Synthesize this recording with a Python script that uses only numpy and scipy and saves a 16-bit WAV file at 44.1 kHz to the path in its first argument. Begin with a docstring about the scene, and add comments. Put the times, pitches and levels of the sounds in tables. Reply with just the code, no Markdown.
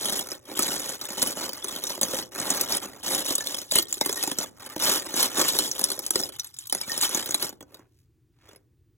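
"""Stirring a basket of plastic cutters

A hand stirs a pile of plastic clay cutters in a soft rope basket, scoops some up and lets them drop, close by.
Every blow excites damped modes of a thin rim, a hollow wall and the pile beneath; stirring is a shower of
small contacts. A few cutters ring freely, and the hand brushes the basket as it leaves and comes back.
The room is small, dry and quiet: a short diffuse tail and low, steady noise."""
import sys
import numpy as np
from scipy import signal
from scipy.fft import rfft, irfft, next_fast_len
from scipy.io import wavfile
from scipy.ndimage import uniform_filter1d, map_coordinates

SR = 44100
rng = np.random.default_rng(int(sys.argv[2]) if len(sys.argv) > 2 else 0)


def wrap_up_sound(samples):
    """Save the sound to the file named by the first command line argument, as 16-bit audio."""
    columns = np.atleast_2d(samples).T
    # keep every value between -1 and 1, then stretch to whole-number steps
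    tamed = np.clip(columns, -1, 1)
    steps = np.round(tamed * 32767).astype(np.int16)
    wavfile.write(sys.argv[1], SR, steps)


N = 395560  # length of the scene in samples
LIFE = 2048  # length of one short blow in samples
AGE = np.arange(LIFE) / SR  # time since the blow, s
GRID_HZ = np.fft.rfftfreq(2 * LIFE, 1 / SR)


def amp(db):
    """Level to amplitude: 20 dB is a factor of ten."""
    return 10 ** (np.asarray(db) / 20)


def unit(x):
    """Energy normalisation: each row is scaled to a sum of squares of 1."""
    return x / np.sqrt(np.sum(x ** 2, axis=-1, keepdims=True) + 1e-20)


def along(points, hz):
    """Spectral envelope: (Hz, value) points interpolated along a logarithmic frequency axis."""
    point_hz, values = np.transpose(points)
    return np.interp(np.log(hz + 1), np.log(point_hz + 1), values)


def filtered(x, response):
    """Linear filtering: the spectrum of x is multiplied by a complex response of frequency."""
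    size = next_fast_len(N + SR // 4)
    spectrum = rfft(x, size) * response(np.fft.rfftfreq(size, 1 / SR))
    return irfft(spectrum, size)[..., :N]


def coloured(x, db):
    """Minimum-phase filtering: folding the cepstrum makes a causal filter from dB on the frequency grid."""
    cepstrum = irfft(np.log(amp(db)))
    cepstrum[..., 1:LIFE] *= 2
    cepstrum[..., LIFE + 1:] = 0
    response = np.exp(rfft(cepstrum))
    return irfft(rfft(x, 2 * LIFE) * response)[..., :LIFE]


def add(track, s, sound, pan_db=0):
    """Superposition: a sound joins a stereo track at s seconds; pan_db is left minus right."""
    part = track[:, max(round(s * SR), 0):][:, :len(sound)]
    part += amp([[pan_db / 2], [-pan_db / 2]]) * sound[:part.shape[1]]


def clatter():
    """Impact excitation: cutters snap past each other or land, each blow sounding rim, wall and pile at once."""
    # single contacts that stand out, from hard snaps to faint ticks, levels before the part trims:
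    # start_s, click_db, knock_db, rim_pitch_hz
    hits = [(0.056, -23, -39.5, 9650), (.123, -29, -35, 9210), (.192, -24, -52.5, 9750),
            (.317, -29, -35.5, 5140), (0.454, -49, -59.5, 5740), (.592, -19, -26, 11030),
            (0.623, -21.5, -47.5, 9710), (.629, -22.5, -48, 6150), (0.892, -29, -39, 6530),
            (1.013, -30, -43.5, 4570), (1.053, -32, -56.5, 8300), (1.104, -33.5, -36, 7100),
            (1.176, -38, -34, 8600), (1.219, -20.5, -34.5, 7300), (1.226, -17, -31, 10300),
            (1.272, -25.5, -49, 10400), (1.369, -40.5, -36, 7400), (1.441, -32.5, -37.5, 4480),
            (1.492, -29.5, -38, 4800), (1.532, -32, -44.5, 8800), (1.643, -27, -36.5, 10640),
            (1.683, -29.5, -54.5, 8200), (1.761, -30, -43, 3720), (1.838, -25.5, -41.5, 12860),
            (1.869, -27.5, -47, 5660), (1.903, -29.5, -37, 5700), (1.977, -46, -34, 7180),
            (2.013, -19.5, -32, 12550), (2.031, -17.5, -29, 6330), (2.083, -32.5, -40.5, 5550),
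            (2.134, -37.5, -26, 4700), (2.187, -28.5, -33.5, 5520), (2.4, -26.5, -37, 6520),
            (2.503, -17.5, -32, 8250), (2.513, -26.5, -28.5, 6900), (2.611, -18.5, -40, 8650),
            (2.722, -21.5, -43, 5500), (2.749, -24.5, -38, 8500), (2.769, -22.5, -43, 10340),
            (2.934, -49, -51.5, 7100), (3.148, -21.5, -41.5, 10200), (3.261, -27, -47, 5700),
            (3.306, -25.5, -28.5, 6130), (3.353, -18, -48, 9300), (3.381, -24, -38.5, 9400),
            (3.407, -29.5, -39.5, 6230), (3.471, -24.5, -58, 3560), (3.545, -26.5, -42.5, 3360),
            (3.586, -29, -49, 6550), (3.712, -22.5, -50.5, 4600), (3.72, -21, -32, 8660),
            (3.756, -14.5, -25, 10800), (3.77, -27.5, -35.5, 2920), (3.785, -13.5, -27, 8840),
            (3.825, -27, -47, 14470), (3.926, -27.5, -48.5, 7200), (3.941, -29, -61, 7235),
            (3.97, -44.5, -41, 6530), (4.011, -18, -23, 5540), (4.06, -21, -31, 8600),
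            (4.093, -26.5, -27, 5300), (4.127, -25, -40, 6600), (4.174, -31.5, -43.5, 11100),
            (4.227, -23, -43, 9400), (4.236, -21.5, -33, 9400), (4.275, -25.5, -28.5, 9500),
            (4.315, -26, -30, 9250), (4.386, -21, -32, 7730), (4.662, -36.5, -50.5, 8300),
            (4.762, -40, -28, 6000), (4.885, -36, -30, 7450), (4.997, -30.5, -42.5, 4700),
            (5.14, -28, -30.5, 6260), (5.228, -17.5, -37, 12000), (5.257, -33.5, -42, 7560),
            (5.381, -28.5, -28, 6900), (5.394, -23.5, -26, 6430), (5.413, -19.5, -39, 7360),
            (5.483, -23, -44.5, 10400), (5.549, -31, -31, 5000), (5.588, -15.5, -30, 10850),
            (5.714, -23, -59.5, 5660), (5.793, -24.5, -38, 9500), (5.813, -25.5, -35, 9900),
            (5.84, -14.5, -49.5, 10160), (5.902, -25, -37.5, 8500), (5.917, -24, -38, 4500),
            (5.976, -47.5, -38, 6040), (5.991, -26.5, -37.5, 8900), (6.064, -24.5, -65, 9700),
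            (6.106, -17.5, -35.5, 10500), (6.157, -18, -24.5, 4600), (6.198, -27.5, -34.5, 7950),
            (6.29, -35.5, -44, 10300), (6.396, -24.5, -62, 6060), (6.445, -36, -75.5, 11450),
            (6.469, -40.5, -78, 8300), (6.541, -43, -73, 5200), (6.587, -31, -76.5, 8650),
            (6.671, -35.5, -72, 12000), (6.697, -30.5, -63, 9600), (6.725, -18.5, -33.5, 8900),
            (6.749, -23.5, -33.5, 10000), (6.813, -25.5, -50, 4930), (6.878, -43.5, -40, 7000),
            (6.896, -33.5, -53, 9900), (6.918, -26, -44, 5160), (6.977, -24, -38, 10880),
            (7.012, -21, -54, 8340), (7.024, -22.5, -39.5, 8440), (7.092, -27.5, -39.5, 11025),
            (7.147, -19.5, -31, 6930), (7.174, -26.5, -35, 7160), (7.259, -30, -54.5, 14800),
            (7.291, -35, -35.5, 6500), (7.308, -25, -44.5, 6700), (7.344, -16.5, -35, 9050),
            (7.425, -22, -29.5, 11350), (7.444, -30.5, -36.5, 7280), (7.468, -37.5, -48.5, 7050),
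            (7.492, -34, -43.5, 7100), (7.526, -52, -45, 6900), (7.607, -45, -42, 3345),
            (7.626, -49.5, -45, 6560), (7.744, -42.5, -57, 3770), (7.77, -57, -65, 3720),
            (7.793, -63.5, -51.5, 7260), (8.489, -50, -51.5, 3430), (8.513, -58.5, -57, 2887),
            (8.531, -58, -53.5, 7150), (8.56, -50, -54.5, 11130)]
    rim_db, wall_db, pile_db = -0.95, -14.0, -0.5  # trims of the three parts
    spread_db = 0.5  # left-right scatter
    starts, click_db, knock_db, pitch_hz = np.transpose(hits)
    count = len(starts)
    # the wall flexes with both the click and the knock
    flex_db = 0.44 * click_db + 0.47 * knock_db + wall_db
    blows = amp(click_db + rim_db)[:, None] * chatter(pitch_hz)
    blows += amp(flex_db)[:, None] * walls(count, order=6)
    blows += amp(knock_db + pile_db)[:, None] * knocks(count, order=7, thump_db=3.5)
    blows *= np.sqrt(SR / 100)  # from unit energy to unit rms over 10 ms
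    track = np.zeros((2, N))
    for start, blow, pan_db in zip(starts, blows, spread_db * rng.standard_normal(count)):
        add(track, start, blow, pan_db)
    return track


def chatter(hz, count=3):
    """Contact bounce: a rim touches its neighbour in a quick run, each touch weaker and ringing it anew."""
    gap_s, loss_db = 0.0022, -9  # mean time between touches; level change at each
    pitch_share = np.full(len(hz), 0.29)  # share of the energy mixed from the rim's own pitch
    clicks, delays = np.zeros((len(hz), LIFE)), np.zeros(len(hz))
    for k in range(count):
        touches = amp(loss_db * k) * rims(hz, pitch_share, crack_t60=0.028, main_t60=0.045)
        for click, touch, delay in zip(clicks, touches, delays):
            click += np.pad(touch, (round(delay * SR), 0))[:LIFE]
        delays = delays + gap_s * (0.5 + rng.random(len(hz)))
    return unit(clicks)


def rattle(count=4200):
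    """Random contact process: the harder the hand pushes the pile, the more often its pieces touch."""
    # main pitches of the cutters that rattle most: pitch_hz
    pitches = [3050, 3990, 5660, 7040, 8300, 10400, 12900]
    growth = 0.55  # dB of contact rate per dB of push
    light_touch_db = -42  # below this push the rate stays the same
    uneven_db, spread_db = 2, 2  # scatter in strength; scatter from left to right
    # contact times are drawn from the cumulative contact rate
    t = np.arange(0, N, 64) / SR
    touches = np.cumsum(amp(growth * np.maximum(push(t)[0], light_touch_db)))
    times = np.interp(rng.random(count), touches / touches[-1], t)
    rim_db, wall_db, pile_db = push(times)
    sizes = amp(uneven_db * rng.standard_normal(count))
    # 24 rims scattered around each main pitch
    hz = np.repeat(pitches, 24) * np.exp(0.04 * rng.standard_normal(24 * len(pitches)))
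    pitch_shares = 0.5 * rng.random(len(hz))
    clicks = rims(hz, pitch_shares, crack_t60=0.024, main_t60=0.042)
    clacks = walls(count=120, order=3)
    thuds = knocks(count=120, order=4, thump_db=0)
    return (shower(times, sizes, clicks, rim_db - 0.7, spread_db)
            + shower(times, sizes, clacks, wall_db - 0.6, spread_db)
            + shower(times, sizes, thuds, pile_db - 2.0, spread_db))


def push(t):
    """Driving force: levels of rims, walls and pile in dB at times t, as strokes rise, swell and die away."""
    # strokes of the hand, levels at mid-stroke: start_s, length_s, rims_db, walls_db, pile_db
    strokes = [(0.01, 0.2, -28, -41.5, -35.5), (0.263, 0.08, -38, -46, -44.5),
               (0.483, 0.06, -42.5, -47, -39), (0.562, 0.235, -28, -39.5, -35),
               (0.809, 0.14, -33, -43.5, -41.5), (1.012, 0.17, -37, -45, -45),
               (1.179, 0.14, -29, -41.5, -35), (1.367, 0.11, -32.5, -41, -37), (1.526, 0.07, -40, -47, -48),
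               (1.638, 0.16, -36, -46, -40.5), (1.833, 0.12, -33, -44.5, -41),
               (2.021, 0.04, -31, -42, -36.5), (2.098, 0.12, -30.5, -42.5, -36),
               (2.35, 0.14, -33, -38.5, -35.5), (2.47, 0.18, -29, -37.5, -35),
               (2.689, 0.08, -28, -37.5, -33), (2.816, 0.05, -36, -41.5, -38),
               (2.915, 0.076, -50, -53.5, -47.5), (3.052, 0.16, -26, -38, -33),
               (3.258, 0.08, -27, -41.5, -37.5), (3.404, 0.22, -34, -48, -42.5),
               (3.734, 0.065, -23, -42, -39), (3.869, 0.13, -39, -56.5, -56.5),
               (4.016, 0.31, -33, -45.5, -43.5), (4.396, 0.04, -29.5, -39, -36.5),
               (4.601, 0.15, -43, -46.5, -48.5), (4.809, 0.16, -21, -32, -31),
               (4.985, 0.17, -37.5, -45.5, -42.5), (5.164, 0.09, -21, -32.5, -31),
               (5.278, 0.08, -37, -44, -42.5), (5.368, 0.08, -22, -30, -29),
               (5.475, 0.025, -21, -37.5, -38), (5.5, 0.18, -27, -43, -36), (5.732, 0.22, -34, -47, -42.5),
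               (6.005, 0.09, -39, -53, -48), (6.139, 0.11, -31, -49, -38.5), (6.272, 0.2, -45, -56.5, -84),
               (6.56, 0.14, -46, -63.5, -95), (6.734, 0.11, -37, -49.5, -51),
               (6.881, 0.11, -32, -44, -44.5), (7.018, 0.045, -21.5, -33, -39),
               (7.112, 0.11, -29, -38.5, -39), (7.251, 0.11, -34, -45, -42.5),
               (7.397, 0.07, -31, -42.5, -41), (7.713, 0.0603, -63.5, -62.5, -51.5),
               (8.455, 0.083, -65.5, -65, -58)]
    attack_db_per_s, release_db_per_s = 440, 368.5  # in a stroke whose rims are at firm_db
    firm_db, abruptness = -30, 0.12  # gentler strokes fade more slowly, by this many dB of speed per dB
    swell_db = 3.5  # a stroke is this much stronger in its middle than at its ends
    start, length, *levels_db = np.transpose(strokes)[:, :, None]
    fade_db = attack_db_per_s * np.maximum(start - t, 0)
    fade_db += release_db_per_s * np.maximum(t - start - length, 0)
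    fade_db *= amp(abruptness * (levels_db[0] - firm_db))
    fade_db += swell_db * (1 - np.sin(np.pi * np.clip((t - start) / length, 0, 1)))
    # overlapping strokes add in power
    return [10 * np.log10(np.sum(amp(db - fade_db) ** 2, axis=0) + 1e-12) for db in levels_db]


def shower(times, sizes, bank, level_db, spread_db):
    """Power sharing: contacts close in time divide the hand's power, each on a random member of the bank."""
    count = len(times)
    sizes = sizes * amp(2 * rng.standard_normal(count))  # no two touches excite a part alike
    at = (times * SR).astype(int)
    power = np.bincount(at, sizes ** 2, N)
    power = uniform_filter1d(uniform_filter1d(power, size=1800), size=1100)
    gains = sizes / np.sqrt(np.abs(power[at]) + 1e-12) * amp(level_db)
    gains *= rng.choice([-1, 1], count)
    pieces = rng.integers(len(bank), size=count)
    pans_db = spread_db * rng.standard_normal(count)
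    track = np.zeros((2, N))
    for s, gain, piece, pan_db in zip(times, gains, pieces, pans_db):
        add(track, s, gain * bank[piece], pan_db)
    return track


def rims(hz, share, crack_t60, main_t60, hump_db=6):
    """Modal resonance of thin rims: one leading pitch, the modes around it stronger than the rest."""
    # relative radiation of the rims: frequency_hz, level_db (per Hz)
    rim_colour = [(1400, -48.5), (2500, -20.5), (3500, -0.5), (5500, -3.5), (9500, -5.5), (12500, -8),
                  (15500, -11.5)]
    snap_db, snap_t60 = -2, 0.016  # extra strength just before the neighbours damp the rim; its life, s
    share = share[:, None]
    octaves = np.log2((GRID_HZ + 1) / hz[:, None])
    colour_db = along(rim_colour, GRID_HZ) + hump_db * np.exp(-(octaves / 0.29) ** 2)
    rest = struck(colour_db, 2900, 15800, cycles=330, crack_t60=crack_t60, tonal=0.62,
                  count=len(hz), order=5)
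    main = unit(ring(hz, main_t60 * np.sqrt(np.median(hz) / hz)))  # higher pitches die sooner
    snap = 1 + amp(snap_db - 60 * AGE / snap_t60)
    return unit(snap * (np.sqrt(share) * main + np.sqrt(1 - share) * rest))


def walls(count, order):
    """Flexural resonance: hollow clacks of whole cutters; order is the number of modes, more for hard blows."""
    # relative radiation of the walls: frequency_hz, level_db (per Hz)
    wall_colour = [(550, -34), (820, -1), (1000, -4.5), (1170, 2), (1700, -3), (2700, -6.5), (4000, -14.5)]
    return struck(along(wall_colour, GRID_HZ), 750, 2700, cycles=70, crack_t60=0.026, tonal=0.68,
                  count=count, order=order)


def knocks(count, order, thump_db):
    """Bending-wave dispersion: low waves travel slowest, so dull knocks on the soft basket fall in pitch."""
    # relative radiation of the pile: frequency_hz, level_db (per Hz)
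    pile_colour = [(40, -10.5), (90, -12.5), (170, -3.5), (300, 1.5), (390, 3.5), (445, -3), (540, 2),
                   (690, -7.5), (850, -5), (1500, -21)]
    basket_hz, basket_octaves = 190, 0.78  # thump of the whole basket: centre and width
    lag_s = 0.002036  # group delay at 300 Hz
    thump = np.exp(-(np.log2((GRID_HZ + 1) / basket_hz) / basket_octaves) ** 2)
    colour_db = along(pile_colour, GRID_HZ) + thump_db * thump
    blows = struck(colour_db, 253.4, 1134, cycles=26, crack_t60=0.017, tonal=0.5, count=count, order=order)
    bending = np.exp(-4j * np.pi * lag_s * np.sqrt(300 * GRID_HZ))
    return irfft(rfft(blows, 2 * LIFE) * bending)[:, :LIFE]


def struck(colour_db, low_hz, high_hz, cycles, crack_t60, tonal, count, order, attack_s=0.0003):
    """Modal superposition: a few clear modes over a crack of crowded, quickly damped ones, in count blows."""
    own_colour_db = 3.5  # every cutter favours some bands over others
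    # a thin plate has equally many modes in every Hz
    hz = low_hz + (high_hz - low_hz) * rng.random((count, order))
    ripple = np.sin(2 * np.pi * (np.log2(GRID_HZ + low_hz) + rng.random((count, 1))))
    colour_db = colour_db + own_colour_db * ripple
    signs = rng.choice([-1, 1], (count, order, 1))
    sizes = signs * rng.uniform(0.45, 1, (count, order, 1))
    # a mode at the mean frequency falls 60 dB in the given number of cycles
    t60 = cycles / np.sqrt(hz * hz.mean())
    modes = np.sum(sizes * ring(hz, t60), axis=1)
    crack = rng.standard_normal((count, LIFE)) * amp(-60 * AGE / crack_t60)
    rise = 1 - np.exp(-AGE / attack_s)  # the vibration takes a moment to spread through the piece
    modes = unit(coloured(rise * modes, colour_db))
    crack = unit(coloured(rise * crack, colour_db))
    return unit(np.sqrt(tonal) * modes + np.sqrt(1 - tonal) * crack)


def ring(hz, t60):
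    """Exponential damping: one decaying sine for each frequency."""
    return np.sin(2 * np.pi * hz[..., None] * AGE) * amp(-60 * AGE / t60[..., None])


def free_rings():
    """Free vibration: a cutter that swings clear of its neighbours' damping sings briefly at one mode."""
    # cutters that ring on: start_s, pitch_hz, level_db, t60_s
    ringing = [(0.593, 1277, -23.5, 0.064), (1.178, 3020, -32, 0.14), (1.272, 3020, -29, .08),
               (1.372, 2970, -36.5, 0.15), (1.441, 2950, -37.5, 0.1), (1.625, 3440, -30, 0.051),
               (3.407, 1754, -30, 0.074), (3.755, 2104, -31, 0.17), (3.756, 1840, -35.5, 0.26),
               (3.763, 2970, -20, 0.074), (3.927, 7190, -11, 0.016), (4.03, 2090, -35.5, 0.2),
               (4.173, 1860, -33, 0.12), (4.227, 2570, -37, 0.16), (6.236, 5180, -15, 0.032),
               (6.832, 2310, -36, 0.1), (6.897, 1840, -29, 0.15)]
    track, t = np.zeros((2, N)), np.arange(SR // 3) / SR
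    for s, hz, db, t60 in ringing:
        add(track, s, amp(db - 60 * t / t60) * np.sin(2 * np.pi * hz * t))
    return track


def brushes(width_octaves=1.88):
    """Stick-slip friction: skin catching on rope and plastic gives a grainy rub, slow to swell, quicker to stop."""
    # the hand leaves the basket and comes back: start_s, length_s, level_db, centre_hz
    rubs = [(7.658, .23, -63, 620), (7.8, 0.29, -71, 5530), (8.263, 0.35, -61.5, 1504)]
    track = np.zeros((2, N))
    for s, length, db, centre_hz in rubs:
        size = int(length * SR)
        octaves = np.log2((np.fft.rfftfreq(size, 1 / SR) + 1) / centre_hz)
        band = np.exp(-(octaves / width_octaves) ** 2)
        # smooth random level with 300 points a second
        grain = map_coordinates(rng.standard_normal(256), [np.arange(size) * 300 / SR], mode="wrap")
        noise = amp(4.5 * grain) * rng.standard_normal(size)
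        rub = unit(irfft(rfft(noise) * band, size)) * np.sqrt(size)
        swell = np.sin(np.pi * np.linspace(0, 1, size) ** 1.6) ** 2
        add(track, s, rub * amp(db) * swell)
    return track


def microphones(x):
    """Interchannel phase and level difference: left and right differ in phase, and below 3 kHz in level."""
    # phase by which left leads right: frequency_hz, lead_rad
    phase_lead = [(0, 0), (600, -.5), (1500, 0), (4650, 3.14), (6900, 6.28), (11100, 12.57), (16000, 20)]
    # left minus right: frequency_hz, difference_db
    level_tilt = [(50, -1.5), (200, -3.2), (700, -3.8), (1600, -2), (2500, -2.5), (3000, 0)]

    def response(hz):
        """Symmetry: left takes half of each difference, right its inverse."""
        lead = np.interp(hz, *np.transpose(phase_lead))
        half = amp(along(level_tilt, hz) / 2) * np.exp(0.5j * lead)
        return np.array([half, 1 / half])
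    return filtered(x, response)


def room(x):
    """Diffuse reverberation: a short tail of decaying noise, different in each channel."""
    # decay time of the room: frequency_hz, t60_s
    decay = [(150, 0.84), (5000, 0.0063), (15000, 0.045)]
    hz, t, z = signal.stft(rng.standard_normal((2, SR // 3)), SR, nperseg=256)
    fade = amp(-60 * t / along(decay, hz)[:, None])
    tail = signal.istft(z * fade, SR, nperseg=256)[1]
    return signal.oaconvolve(x[None], unit(tail), axes=1)[:, :N]


def hush(level_db=-63, apart_db=-14):
    """Coherent background noise: a low room noise nearly the same in both channels."""
    # relative spectrum of the quiet room: frequency_hz, level_db (per Hz)
    room_colour = [(48, 1.5), (120, 9.5), (200, -14), (320, -2), (600, -29), (2000, -31.5), (15000, -38.5)]
    noise = rng.standard_normal(N) + amp(apart_db) * rng.standard_normal((2, N))
    shaped = filtered(noise, lambda hz: amp(along(room_colour, hz)))
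    return amp(level_db) * np.sqrt(N) * unit(shaped)


def scene():
    """Direct and reverberant field: the basket close by, the room faint behind it."""
    cutters = clatter() + rattle() + free_rings() + brushes()
    return microphones(cutters) + amp(-18.5) * room(cutters.mean(axis=0)) + hush()


def record(dry):
    """Band limiting: the deepest bass falls away below 36 Hz and nothing remains from 15850 Hz up."""
    return filtered(dry, lambda hz: (hz < 15850) * hz ** 4 / (hz ** 4 + 36 ** 4))


dry = scene()
out = record(dry)
wrap_up_sound(out)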